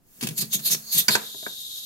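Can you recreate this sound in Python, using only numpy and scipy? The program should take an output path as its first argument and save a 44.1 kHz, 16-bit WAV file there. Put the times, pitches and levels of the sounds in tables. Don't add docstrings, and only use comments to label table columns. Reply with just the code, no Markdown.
import sys
import numpy as np
from scipy import signal
from scipy.fft import rfft, irfft
from scipy.io import wavfile

SR = 44100
rng = np.random.default_rng(int(sys.argv[2]) if len(sys.argv) > 2 else 0)


def wrap_up_sound(samples):
    columns = np.atleast_2d(samples).T
    tamed = np.clip(columns, -1, 1)
    steps = np.round(tamed * 32767).astype(np.int16)
    wavfile.write(sys.argv[1], SR, steps)


N = 81585


def undb(db):
    return 10 ** (np.asarray(db) / 20)


def pan(db):
    return undb(np.array([[db], [-db]]) / 2)


def clock():
    return np.arange(N) / SR


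def noise(own=0.78):
    white = rng.standard_normal((3, N))
    return (np.sqrt(1 - own ** 2) * white[0] + own * white[1:]) * np.sqrt(SR / 2)


def wander(rate_hz):
    return np.interp(clock() * rate_hz, np.arange(N), rng.standard_normal(N))


def colour(x, points, size=2048):
    hz, db = np.array(points, float).T
    f = np.maximum(np.fft.rfftfreq(size, 1 / SR), 1)
    cepstrum = irfft(np.log(undb(np.interp(np.log(f), np.log(hz), db))))
    cepstrum[1:size // 2] *= 2
    cepstrum[size // 2 + 1:] = 0
    response = irfft(np.exp(rfft(cepstrum)))
    return np.apply_along_axis(signal.fftconvolve, -1, x, response)[..., :N]


def resonate(x, hz, width_hz):
    b, a = signal.iirpeak(hz, hz / width_hz, fs=SR)
    return signal.lfilter(b, a, signal.lfilter(b, a, x))


def cut(x, hz, kind="low"):
    return signal.sosfilt(signal.butter(2, hz, kind, fs=SR, output="sos"), x)


def swell(peak, hold, rise, fall):
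    t = clock() - peak
    return np.exp(np.minimum(t, 0) / rise - np.maximum(t - hold, 0) / fall)


def blow(start, rise, fall):
    t = np.maximum(clock() - start, 0)
    return np.minimum(t / rise, 1) * np.exp(-np.maximum(t - rise, 0) / fall)


def ring(start, modes, size=22050):
    t = np.arange(size) / SR
    tone = sum(rng.choice([-1, 1]) * undb(db) * np.sin(2 * np.pi * hz * t) * 1000 ** (-t / t60)
               for hz, db, t60 in modes)
    return np.concatenate([np.zeros(int(start * SR)), tone, np.zeros(N)])[:N]


# (f/Hz, level/dB per Hz)
ROOM_SPECTRUM = [(25, -86.5), (60, -93.5), (130, -88.5), (220, -86.5), (400, -99), (1000, -107),
                 (2500, -116), (16000, -120)]
def room_floor():
    return colour(noise(), ROOM_SPECTRUM)


def reflections(x, port_lag_s=0.00018, early_decay_s=0.0077, t60_s=0.23, size=16384):
    t = np.arange(size) / SR
    decays = np.exp([-t / early_decay_s, -np.log(1000) * t / t60_s]) * (t > 0.0006)
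    out = []
    for side, lag in zip(x, (0, port_lag_s)):
        early, late = rng.standard_normal((2, size)) * decays
        echoes = undb(-5.5) * early / np.linalg.norm(early) + undb(-12.5) * late / np.linalg.norm(late)
        path = cut(echoes, 193, "high")
        path[round(lag * SR)] += 1
        out.append(signal.fftconvolve(side, path / np.linalg.norm(path))[:N])
    return np.array(out)


# (t/s, level/dB)
SEEP_ENVELOPE = [(0, -112), (.08, -96.5), (.2, -84.5), (.35, -82), (.5, -82), (.61, -78.5), (.78, -77),
                 (.84, -81), (.905, -76), (1.03, -74), (1.07, -77), (1.2, -107)]
# (f/Hz, level/dB)
SEEP_SPECTRUM = [(1000, -13.5), (2600, -13.5), (3500, -12.5), (4400, -11.5), (5500, -10), (6600, -7),
                 (8200, -5.5), (10000, -8), (12200, -2), (16000, -5)]
def seep():
    times, levels = np.array(SEEP_ENVELOPE).T
    return colour(noise(), SEEP_SPECTRUM) * undb(np.interp(clock(), times, levels))


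# (f/Hz, level/dB)
LEAK_SPECTRUM = [(1000, -18.5), (2200, -21.5), (2700, -13), (3300, 4), (5600, -2), (7000, 1), (9400, -3.5),
                 (11000, -2), (12300, 2.5), (13600, 5.5), (14400, -11), (16000, -22)]
def leak(start_s=1.15, hiss_rise_s=0.0077, whistle_rise_s=0.11):
    t = clock()
    puff_db = 4 * np.exp(-((t - 1.775) / 0.026) ** 2)
    hiss = undb(-80.5 + puff_db) * colour(noise(), LEAK_SPECTRUM)
    hiss *= np.clip((t - start_s) / hiss_rise_s, 0, 1)
    whistle = undb(-66.5) * resonate(noise(), hz=3800, width_hz=550)
    whistle *= np.clip((t - start_s) / whistle_rise_s, 0, 1)
    return (hiss + whistle) * undb(0.71 * wander(39.66))


# (t/s, level/dB, f/Hz)
JERKS = [(.183, -48, 214), (.224, -24, 235.7), (.243, -24, 180.6), (0.273, -30, 157), (0.305, -32, 164),
         (.388, -29.5, 184), (.420, -28.5, 161.7), (0.545, -27.5, 190), (.594, -39, 148),
         (0.649, -40.5, 180), (0.699, -34, 176), (0.727, -32, 162.6), (0.947, -27.5, 170.3),
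         (0.986, -31, 185.6), (1.086, -22.5, 206.8), (1.153, -32, 213), (1.465, -44.5, 197)]
# (f/Hz, level/dB, T60/s)
TABLE_MODES = [(124.9, -11.5, 0.31), (150.5, -10, 0.43), (218.6, -13, 0.56)]
# (f/Hz, level/dB)
RUSTLE_SPECTRUM = [(80, -13.5), (150, 2.5), (270, 2), (420, -4), (600, -13), (1200, -27), (4000, -53)]
def thuds(rise_s=0.0053):
    out, shake = 0, 0
    for start, db, hz in JERKS:
        rock = blow(start, rise_s, fall=0.025) * np.sin(2 * np.pi * hz * (clock() - start))
        out += undb(db) * (rock + ring(start, TABLE_MODES))
        shake += undb(db) * blow(start, rise_s, fall=0.03)
    return out + undb(-41) * colour(noise() * shake, RUSTLE_SPECTRUM)


# (t/s, decay/s, level/dB)
SLIPS = [(0.209, 0.012, -68.5), (0.222, 0.0071, -75.5), (0.2266, 0.0038, -64), (0.2329, 0.021, -68),
         (0.2697, 0.0015, -62), (0.272, 0.0027, -62.5), (0.2872, 0.0043, -64.5), (0.307, 0.013, -78.5),
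         (0.422, 0.015, -70.5), (0.591, 0.0061, -73.5), (0.598, 0.0045, -79), (0.699, 0.0078, -68),
         (0.746, .004, -60.5)]
# (f/Hz, level/dB)
SLIP_SPECTRUM = [(150, 3), (600, -6), (1000, -4.5), (1400, -8.5), (2400, 0.5), (4000, 0), (7000, -2),
                 (11000, -2), (16000, -8)]
def crackles():
    force = sum(undb(db) * blow(start, 0.0011, decay) for start, decay, db in SLIPS)
    return colour(noise() * force * undb(1.1 * wander(1800)), SLIP_SPECTRUM)


# (peak t/s, rise/s, f/Hz, level/dB)
SQUEAK_EVENTS = [(.522, 0.0059, 4300, -61.5), (.545, .006, 12800, -67), (.660, 0.023, 4070, -60.5),
                 (.664, 0.012, 12140, -45), (.918, 0.043, 4400, -61.5), (.930, 0.041, 6530, -63.5),
                 (0.985, .006, 8250, -47), (0.991, 0.006, 3750, -51.5), (.988, 0.011, 12800, -42),
                 (1.128, 0.011, 11200, -51.5)]
def squeaks(width_hz=590, fall_s=0.0088):
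    drive = noise()
    return sum(undb(db) * resonate(drive, hz, width_hz) * swell(peak, 0, rise, fall_s)
               for peak, rise, hz, db in SQUEAK_EVENTS)


# (t/s, hold/s, L-R/dB, rush level/dB, then f/Hz, level/dB for each of three gap resonances)
RASP_EVENTS = [(.380, 0.011, 0.5, -66, 4450, -66, 7100, -62, 12600, -62),
               (0.411, 0.0092, -2.5, -67.5, 4480, -59, 6300, -64.5, 13600, -88),
               (0.532, 0.02, -0.5, -64.5, 3660, -58.5, 6520, -57, 13000, -60.5),
               (0.657, 0.029, -1, -68, 4100, -55.5, 6700, -63.5, 11500, -59),
               (0.712, 0.024, -1, -63, 4040, -59.5, 5900, -53, 12300, -62),
               (.927, 0.014, -2.5, -70, 4350, -56.5, 6500, -63, 12140, -55),
               (0.949, 0.016, 4.5, -67.5, 3870, -63.5, 6440, -67, 13200, -75),
               (0.979, 0.023, -2, -61, 3880, -53, 6000, -58, 12200, -60),
               (1.108, 0.043, -0.5, -71.5, 4040, -52, 7400, -60, 11900, -63.5)]
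# (f/Hz, level/dB)
RUSH_SPECTRUM = [(200, -11.5), (600, -12), (1000, -14.5), (1400, -18), (2300, -4.5), (2900, -5.5),
                 (3600, -3), (5500, -3), (7600, 1), (8600, 3), (10000, 1), (11000, 4), (14500, 6.5),
                 (16000, -20)]
def rasps(widths_hz=(1120, 1350, 1660)):
    ringing, rush_envelope, drive = 0, 0, noise()
    for peak, hold, pan_db, rush_db, *gap in RASP_EVENTS:
        rush_envelope += undb(rush_db) * pan(pan_db) * swell(peak, hold, rise=0.0047, fall=0.0073)
        push = drive * pan(pan_db) * swell(peak, hold, rise=0.01, fall=0.015)
        for hz, db, width in zip(gap[::2], gap[1::2], widths_hz):
            ringing += undb(db) * resonate(push + 1e-18, hz, width)
    rush = colour(noise() * rush_envelope, RUSH_SPECTRUM)
    grain = undb(0.5 * wander(700))
    return (ringing + rush) * grain


# (t/s, level/dB, cutoff f/Hz, focus f/Hz, L-R/dB, ring level/dB)
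IMPACTS = [(1.0825, -8.5, 15300, 4640, -8, 2), (1.0855, -12, 10800, 2300, 7.5, 3),
           (1.0905, -16.5, 3940, 1050, 4.5, 1.5), (1.1525, -9, 9000, 1530, -3, 0.5),
           (1.155, -18.5, 1470, 833, -1.5, 7.5), (1.345, -17.5, 380, 488, -1, 1.5),
           (1.427, -21.5, 553, 570, 2, 1.5), (1.4645, -29.5, 2600, 1760, -1.5, 10.5),
           (1.467, -18, 660, 585, 1, -2.5)]
# (f/Hz, level/dB, T60/s)
FRAME_MODES = [(403, -14.5, 0.051), (621, -11.5, 0.059), (734, -7.5, 0.047), (914, -6, .1),
               (1005, -8, 0.067), (1514, -3, 0.026), (1597, 1.5, 0.032), (1970, -27, 0.023),
               (2070, -18, 0.045), (2356, 1, 0.024), (4760, 1, 0.034), (5830, -5, 0.043),
               (6500, -15, 0.029), (11800, 2.5, .04)]
# (f/Hz, level/dB)
CRACK_SPECTRUM = [(100, -1.5), (400, 0.5), (650, -3), (950, 2), (1200, -8.5), (1550, 8), (2900, 3.5),
                  (4400, -1), (6500, 4.5), (8300, 0.5), (11300, -2.5), (16000, 2)]
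def snaps(focus_db=12, focus_octaves=0.39):
    out = 0
    crack_noise, rattle_noise = noise() / np.sqrt(SR / 2), rng.standard_normal((2, N))
    for start, db, cutoff_hz, focus_hz, pan_db, ring_db in IMPACTS:
        crack = undb(-1) * colour(crack_noise * blow(start, rise=0.00055, fall=0.0036), CRACK_SPECTRUM)
        rattle = undb(-19) * cut(rattle_noise * blow(start, rise=0.0088, fall=0.05) + 1e-18, hz=1890)
        modes = [(hz, mode_db + focus_db * np.exp(-(np.log2(hz / focus_hz) / focus_octaves) ** 2), t60)
                 for hz, mode_db, t60 in FRAME_MODES]
        ringing = undb(ring_db - 16) * ring(start, modes)
        out += cut(crack + ringing + rattle, cutoff_hz) * undb(db) * pan(pan_db)
    return out


def scene(low_cut_hz=99):
    parts = snaps() + crackles() + rasps() + squeaks() + thuds() + seep() + leak()
    radiated = cut(cut(parts, low_cut_hz, "high"), low_cut_hz, "high")
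    return reflections(radiated) + room_floor()


# (f/Hz, L-R/dB)
PORT_BALANCE = [(60, -4), (170, -1), (350, 4.5), (700, -1), (1400, 3.5), (2800, 0.5), (5600, -1),
                (10000, 2), (14000, -2.5)]
def record(dry, ceiling=0.6, top_hz=15850):
    ports = np.array([colour(side, [(hz, sign * db / 2) for hz, db in PORT_BALANCE])
                      for side, sign in zip(dry, (1, -1))])
    rounded = ceiling * np.tanh(ports / ceiling)
    return signal.sosfilt(signal.ellip(10, 0.2, 80, top_hz, fs=SR, output="sos"), rounded)


dry = scene()
out = record(dry)
wrap_up_sound(out)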